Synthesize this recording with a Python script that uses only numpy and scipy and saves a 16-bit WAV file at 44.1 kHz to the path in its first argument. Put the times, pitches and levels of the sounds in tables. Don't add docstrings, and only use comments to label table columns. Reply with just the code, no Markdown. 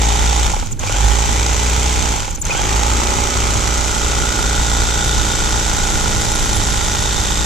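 import sys
import numpy as np
from scipy import signal
from scipy.fft import rfft, irfft
from scipy.io import wavfile
from scipy.ndimage import uniform_filter1d

SR = 44100
rng = np.random.default_rng(int(sys.argv[2]) if len(sys.argv) > 2 else 0)


def transcribe(signal):
    frames = np.atleast_2d(signal).T
    limited = np.clip(frames, -1, 1)
    pcm = np.round(limited * 32767).astype(np.int16)
    wavfile.write(sys.argv[1], SR, pcm)


N = 328633
TIME = np.arange(N) / SR
BINS = np.fft.rfftfreq(N, 1 / SR)

# t/s, crank rate/(turns/s)
RUNNING_SPEED = [(0, 28.48), (.5, 30.02), (1.25, 29.45), (1.6, 29.95), (2.06, 31.19), (2.9, 29.64),
                 (3.3, 29.94), (4.1, 29.15), (5.1, 29.1), (5.5, 28.99), (5.9, 29.04), (6.7, 28.43),
                 (7.45, 28.27)]
# eased off t/s, pulled again t/s, run-down time/s, steepness of run-down, run-up time/s
PAUSES = [(.452, .7935, .225, 1.163, .121), (1.981, 2.42, .332, 2.782, .117)]
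# t/s, drag/(0-1)
DRAG = [(0, 0.16), (.9, 0.13), (2.2, 0.14), (2.6, 0.05), (2.95, 0.26), (3.6, 0.45), (4.4, 0.82),
        (7.45, 0.9)]
# t/s, pressure/(0-1)
PRESS = [(4.5, 0), (5.0, 0.9), (6.2, 1), (6.6, 0.97), (7.3, 0.1)]
# t/s, gain of rubbing and knocking/dB
BINDING = [(.64, 0), (.7, -3), (.735, -3), (.745, -8), (.791, -8), (.7936, 0), (2.39, 0), (2.415, -4),
           (2.435, -3), (2.45, 0)]

CLASHES = [(.03, .03, .14), (.18, .3, .42), (.3, .6, .4), (.345, .25, .3), (.505, .2, .23),
           (.695, .33, .34), (.89, .33, .27)]
# f/Hz, relative level/dB
STEEL_COLOUR = [(590, -26.5), (1000, -1), (1160, -7), (1410, 1), (1730, -6.5), (1990, -5), (2710, -8),
                (3610, -2), (4010, -4), (4920, -4), (6120, 1), (7530, -3), (9040, -12), (14000, -22),
                (15500, -113)]
# f/Hz, width/Hz, boost running light/dB, boost gripped/dB
STEEL_MODES = [(2420, 740, 7, 1), (3090, 460, 4, 3.5), (6630, 920, 3.5, 1.5), (7580, 580, 5, 5.5)]
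FLEXES = [(.16, 0.32), (.67, -0.56)]
# t/s, low ring level/dB, high ring level/dB
RINGS = [(0, -52, -35), (.5, -52, -33), (1.3, -67, -40), (2.1, -47, -39), (2.95, -35, -58),
         (4.4, -30.5, -34.5), (5.1, -31, -29.5), (6.1, -33.5, -38.5), (7.3, -38, -30)]

KNOCKS = [(.21, 0.05), (0.73, -0.17)]
BUZZ_DRAG = [.08, .3, .88]
# multiple of the crank rate, then relative level/dB running light, cutting, gripped
BUZZ = [(3, -44, -50, -55), (4, -34.5, -41, -36.5), (5, -39, -41, -34.5), (6, -36, -43.5, -46),
        (7, -46.5, -43.5, -35), (8, -38.5, -36, -42.0), (9, -59, -39.5, -41), (10, -40.5, -43, -45.5),
        (11, -45, -43.5, -38), (12, -45, -39, -45.5), (13, -60, -38, -43), (14, -35, -41, -40.5),
        (15, -44, -41, -38), (16, -39.5, -53, -59), (17, -46, -45.5, -42), (18, -49, -53, -54),
        (19, -47.5, -39, -42.5), (20, -43, -47, -48), (21, -46, -44.0, -42.5), (22, -44, -54, -46),
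        (23, -48, -51.5, -49), (24, -48, -56, -50)]
# f/Hz, relative level/dB
HOUSING_COLOUR = [(60, -26), (100, -1), (170, -10), (330, -2.5), (450, -2), (650, -5), (850, 0),
                  (1050, -7.5), (1400, -8.5), (1750, -15), (2400, -5.5), (3200, -15), (4500, -51)]
# f/Hz, width/Hz, boost/dB
HOUSING_MODES = [(100.86, 4, 12.5), (823, 62, 6)]
# t/s, trim/dB
HOUSING_LEVEL = [(0, 0.5), (1.8, 0), (2.9, 2), (3.8, 0.5), (6.2, 0.2), (7.4, -1.5)]

YOKE = [(.2, 1), (.7, .5)]
# t/s, level/dB
SHELL_LEVEL = [(0, -27.5), (.5, -32), (1.05, -28.5), (1.7, -36), (2.15, -32), (2.7, -29.5), (3.5, -36),
               (4.6, -32.5), (7.3, -34)]

# multiple of the crank rate, level/dB
WHINE = [(3.45, -53), (62.5, -57), (66.67, -40.5), (70.83, -43.5), (133.33, -45), (258.33, -47),
         (266.67, -41)]
# f/Hz, width/Hz, relative level/dB
GEARBOX = [(1500, 200, -26.5), (2420, 200, -35), (3240, 290, -26)]

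# t/s, length/s, level/dB, first f/Hz, last f/Hz, width/Hz
SQUEAKS = [(0.656, 0.012, -29, 8000, 6300, 1200), (0.711, 0.024, -26, 7640, 6660, 1100),
           (.807, 0.024, -38, 7000, 6700, 1200), (2.303, 0.012, -26, 7650, 6600, 1200),
           (2.347, 0.017, -25, 7500, 6200, 1200), (2.39, 0.03, -37, 10000, 10400, 1300),
           (2.412, 0.019, -20.5, 7350, 6760, 1090), (2.502, 0.022, -19.5, 2440, 2560, 130)]
# t/s, level at onset/dB
STARTS = [(0.7936, -16), (2.4522, -14)]
# t/s, level/dB
TEARING = [(5.0, -51), (5.8, -44), (6.5, -36.5), (7.45, -48)]

# t/s, level/dB
SWAY = [(0, -16.5), (.55, -14), (1.0, -8), (1.3, -18), (2.85, -15.5), (3.2, -22), (5.1, -21.5),
        (6.15, -27.5), (7.1, -23)]
# f/Hz, relative level/dB
RUMBLE_COLOUR = [(10, -12.5), (20, 2), (45, 2), (100, -6), (150, -12.5), (300, -18.5), (1000, -50),
                 (15000, -53)]

# f/Hz, left minus right/dB
PORT_BALANCE = [(60, -1), (200, -1), (480, -4.5), (770, -13.5), (1170, -7), (1800, 3.5), (2750, -1),
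                (4200, -3.5), (6400, 1.5), (9800, -3), (15000, 2)]
# f/Hz, lead of the left/rad
PORT_PHASE = [(500, 0), (750, -1.2), (950, -3.6), (1400, -4.9), (2100, -6.3)]
# f/Hz, correlation/(0-1)
LIKENESS = [(30, .1), (130, .55), (300, .93), (1500, .8), (3000, .7), (6000, .5), (9000, .2), (15000, .05)]

REBOUND, REBOUND_TURNS = .85, .13
SHELL_HZ, SHELL_WIDTH_HZ = 831.5, 148
KNOCK_S, KNOCK_DB, KNOCK_DECAY_S, KNOCK_HZ = .537, -14, 0.0072, 850
UNLOADING = .3
TAKE_UP_S = 0.0018
EDGE_HZ = 15300


def amp(db):
    return 10 ** (np.asarray(db) / 20)


def curve(rows, column=1):
    rows = np.asarray(rows)
    return np.interp(TIME, rows[:, 0], rows[:, column])


def read(points, hz):
    f, value = np.transpose(points)
    return np.interp(np.log(hz + 1), np.log(f + 1), value)


def evened(x, size=N):
    power = np.atleast_2d(x ** 2).mean(0)
    return x / np.sqrt(abs(uniform_filter1d(power, size)) + 1e-14)


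def wander(rate_hz):
    spectrum = rfft(rng.standard_normal(N)) / (1 + (BINS / rate_hz) ** 4)
    return evened(irfft(spectrum, N))


def noise_pair():
    a, b = rfft(rng.standard_normal((2, N)))
    same = np.clip(read(LIKENESS, BINS), -1, 1)
    return irfft(np.array([a, same * a + np.sqrt(1 - same ** 2) * b]), N)


def body(x, spectrum, modes, size=8192):
    hz = abs(np.fft.fftfreq(size, 1 / SR))
    peaks = sum(boost / (1 + (2 * (hz - f) / width) ** 2) for f, width, boost in modes)
    log_gain = np.log(amp(np.maximum(read(spectrum, hz) + peaks, -100)))
    ring = np.fft.ifft(np.exp(np.conj(signal.hilbert(log_gain)))).real[:size // 2]
    return signal.oaconvolve(np.atleast_2d(x), ring[None], axes=1)[:, :N]


def resonate(x, hz, width):
    turn = np.exp(2j * np.pi * np.cumsum(hz * np.ones(x.shape[-1])) / SR)
    r = np.exp(-np.pi * abs(width) / SR)
    return 2 * (turn * signal.lfilter([1 - r], [1, -r], x / turn)).real


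def resonate_twice(x, hz, width):
    return resonate(resonate(x, hz, width), hz, width)


def fading(x, life):
    return signal.lfilter([1], [1, -np.exp(-1 / (abs(life) * SR))], x)


def add(mix, s, sound):
    part = mix[:, round(s * SR):][:, :sound.shape[-1]]
    part += sound[..., :part.shape[1]]


def blows(turns, places, spread_db, jitter):
    out, whole = np.zeros(N), np.arange(np.floor(turns[-1]) + 1)
    for place, strength in places:
        size, late = rng.standard_normal((256, 2))[:len(whole)].T
        moment = np.interp(whole + place, turns, TIME, -1, -1) + jitter * late
        at = np.round(moment * SR).astype(int)
        inside = (at >= 0) & (at < N)
        out[at[inside]] += (strength * amp(spread_db * size))[inside]
    return out


def scatter(x, wet_db, life, size=1500):
    t = np.arange(size) / SR
    taps = rng.standard_normal(size) * np.exp(-t / life) * (t > .001)
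    return x + amp(wet_db) * signal.oaconvolve(x, taps / np.linalg.norm(taps))[:N]


def trigger():
    spin, torque = np.ones(N), np.zeros(N)
    for eased, pulled, run_down, steepness, run_up in PAUSES:
        coasted = np.clip(TIME - eased, 0, pulled - eased)
        driven = np.maximum(TIME - pulled, 0)
        lost = (1 - np.exp(-(coasted / run_down) ** steepness)) * np.exp(-driven / run_up)
        spin *= 1 - lost
        torque += lost * (1 - np.exp(-driven / TAKE_UP_S))
    slack = (TIME > KNOCK_S) & (TIME < STARTS[0][0])
    return spin, torque - UNLOADING * uniform_filter1d(slack * 1., size=200)


def level(db, speed_power, torque_db=0, drag_db=0, press_db=0):
    spin, torque = trigger()
    load_db = torque_db * torque + drag_db * curve(DRAG) + press_db * curve(PRESS)
    return spin ** speed_power * amp(db + load_db)


def sliding():
    return amp(curve(BINDING))


def blades(turns):
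    place, light, deep = np.transpose(CLASHES)
    free = blows(turns, zip(place, light), spread_db=1.2, jitter=.00008)
    gripped = blows(turns, zip(place, deep), spread_db=1.6, jitter=.00008)
    hits = free + np.clip(curve(DRAG), 0, 1) * (gripped - free)
    contact = fading(hits, life=.0014) * 1.2 + .28
    grit = amp(.9 * wander(400))
    push = noise_pair() * contact * grit + 1.6 * scatter(hits, wet_db=9, life=.002)
    ringing = body(push, STEEL_COLOUR, [(hz, width, db) for hz, width, db, _ in STEEL_MODES])
    damped = body(push, STEEL_COLOUR, [(hz, width, db) for hz, width, _, db in STEEL_MODES])
    clatter = ringing + curve(DRAG) * (damped - ringing)
    gain = level(db=-21.0, speed_power=1.14, torque_db=4.0, drag_db=-0.58, press_db=0.45)
    return evened(clatter, size=4400) * gain


def blade_rings(turns):
    hits = blows(turns, FLEXES, spread_db=1.1, jitter=.00002)
    scrape = evened(noise_pair() * (fading(abs(hits), life=.006) + .15))
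    push = evened(scatter(hits, wet_db=-3.0, life=0.006)) + .55 * scrape
    low = resonate_twice(push, hz=1200 + 235 * curve(DRAG), width=200)
    high = resonate_twice(push, hz=3610, width=330)
    low_gain = level(db=curve(RINGS), speed_power=3.2, torque_db=18)
    high_gain = level(db=curve(RINGS, column=2), speed_power=5.2)
    return evened(low, size=4400) * low_gain + evened(high, size=4400) * high_gain


def drive(turns, speed):
    drag = curve(DRAG)
    angle = 2 * np.pi * (turns - .22 + .001 * wander(20))
    wobbles = [amp(.7 * wander(3.9)) for _ in range(5)]
    buzz = np.zeros(N)
    for (multiple, *levels), lag in zip(BUZZ, rng.standard_normal(len(BUZZ))):
        k = round(multiple)
        rebound = np.angle(1 + REBOUND * np.exp(-2j * np.pi * k * REBOUND_TURNS))
        partial = np.cos(k * angle + k % 2 * np.pi / 2 + rebound + .6 * lag)
        buzz += amp(np.interp(drag, BUZZ_DRAG, levels)) * wobbles[k % len(wobbles)] * partial
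    tight = np.clip((speed - 21) / 6, 0, 1)
    hits = blows(turns, KNOCKS, spread_db=3.5, jitter=.00008)
    knocks = body(scatter(hits, wet_db=4.0, life=0.004), HOUSING_COLOUR, HOUSING_MODES)
    loose = evened(noise_pair() * (fading(abs(hits), life=.004) + .15))
    rattle = evened(body(loose, HOUSING_COLOUR, HOUSING_MODES), size=4400)
    tonal = evened(buzz) * tight + evened(knocks, size=4400) * np.sqrt(1 - tight ** 2)
    tonal_gain = level(db=-28.5, speed_power=1.36, torque_db=5, drag_db=0.6)
    rattle_gain = level(db=-29.0, speed_power=0.98, torque_db=6.5, drag_db=-2.5)
    return amp(curve(HOUSING_LEVEL)) * (tonal * tonal_gain + rattle * rattle_gain)


def shell(turns):
    hits = blows(turns, YOKE, spread_db=.7, jitter=.00002)
    ring = resonate_twice(hits, SHELL_HZ, SHELL_WIDTH_HZ)
    return evened(ring) * level(db=curve(SHELL_LEVEL), speed_power=1.6)


def motor(turns, speed):
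    gain_rate = uniform_filter1d(np.gradient(speed) * SR, 900)
    power = np.clip(1 + gain_rate / 25, 0, 1) * (speed / speed.max()) ** 0.28
    lines = np.zeros(N)
    for k, db in WHINE:
        waver = 1 + 0.064 * wander(23)
        lines += amp(db) * waver * np.cos(2 * np.pi * k * turns + 0.33 * wander(2.1))
    mesh = sum(np.cos(2 * np.pi * k * turns + .85 * wander(150)) for k in (66.67, 133.33, 141.67))
    effort = np.clip(gain_rate / 90, 0, 1) ** 1.5 * np.clip(speed / 17, 0, 1) ** 4
    strain = mesh * effort * amp(3 * wander(60))
    chirp = sum(amp(db) * resonate_twice(strain, hz, width) for hz, width, db in GEARBOX)
    return np.sqrt(2) * (lines * power + chirp)


def stops():
    out = np.zeros((2, N))
    for s, length, db, first_hz, last_hz, width in SQUEAKS:
        count = max(round(length * SR), 20)
        hz, rub = np.geomspace(first_hz, last_hz, count), rng.standard_normal((2, count))
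        tone = evened(resonate_twice(rub, hz, width))
        octave = evened(resonate_twice(rub, 2 * hz, width))
        add(out, s, amp(db) * (tone + amp(-17) * octave) * signal.windows.tukey(count, .5))
    t = np.arange(SR // 20) / SR
    for s, db in STARTS:
        snap = evened(resonate(rng.standard_normal((2, len(t))), hz=6600, width=300))
        add(out, s, amp(db) * snap * np.exp(-t / 0.004))
    knock = np.sin(2 * np.pi * KNOCK_HZ * t)
    add(out, KNOCK_S, amp(KNOCK_DB) * knock * np.exp(-t / KNOCK_DECAY_S))
    return out


def tearing(turns):
    chirps = fading(blows(turns, [(.04, 1)], spread_db=4, jitter=.0006), life=.002)
    snaps = (rng.random(N) < 200 / SR) * rng.exponential(.35, N)
    ticks = noise_pair() * (chirps + fading(snaps, life=0.0042))
    return evened(resonate_twice(ticks, hz=10200, width=2000)) * amp(curve(TEARING))


def handle(turns):
    flutter = np.array([wander(8.8), wander(3.2)])
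    sway_gain = level(db=curve(SWAY), speed_power=3.1, torque_db=-22)
    sway = sway_gain * np.cos(4 * np.pi * turns) * (1 + 0.23 * flutter)
    drift = np.array([wander(2.1), wander(2.0)])
    rocking = np.cos(2 * np.pi * (turns + .35) + .7 * drift)
    rock = level(db=-39.5, speed_power=0.27, press_db=15.0) * rocking
    return np.sqrt(2) * (sway + rock)


def rumble():
    noise = evened(body(noise_pair(), RUMBLE_COLOUR, HOUSING_MODES))
    return noise * amp(1.4 * wander(11)) * level(db=-22.5, speed_power=0.042, press_db=1.0)


def scene():
    spin, _ = trigger()
    speed = curve(RUNNING_SPEED) * spin
    turns = np.cumsum(speed) / SR - 1 / 4
    cutting = (blades(turns) + blade_rings(turns)) * sliding() + tearing(turns) + stops()
    machine = (drive(turns, speed) + shell(turns)) * sliding() + motor(turns, speed)
    return cutting + machine + handle(turns) + rumble()


def record(dry):
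    lean = amp(read(PORT_BALANCE, BINS) / 2)
    ports = np.array([lean * np.exp(1j * read(PORT_PHASE, BINS)), 1 / lean])
    ports /= np.maximum(abs(ports.mean(0)), .45)
    heard = irfft(rfft(dry) * ports, N)
    low_pass = signal.firwin(401, EDGE_HZ, window=("kaiser", 9), fs=SR)
    return signal.oaconvolve(heard, low_pass[None], "same")


dry = scene()
out = record(dry)
transcribe(out)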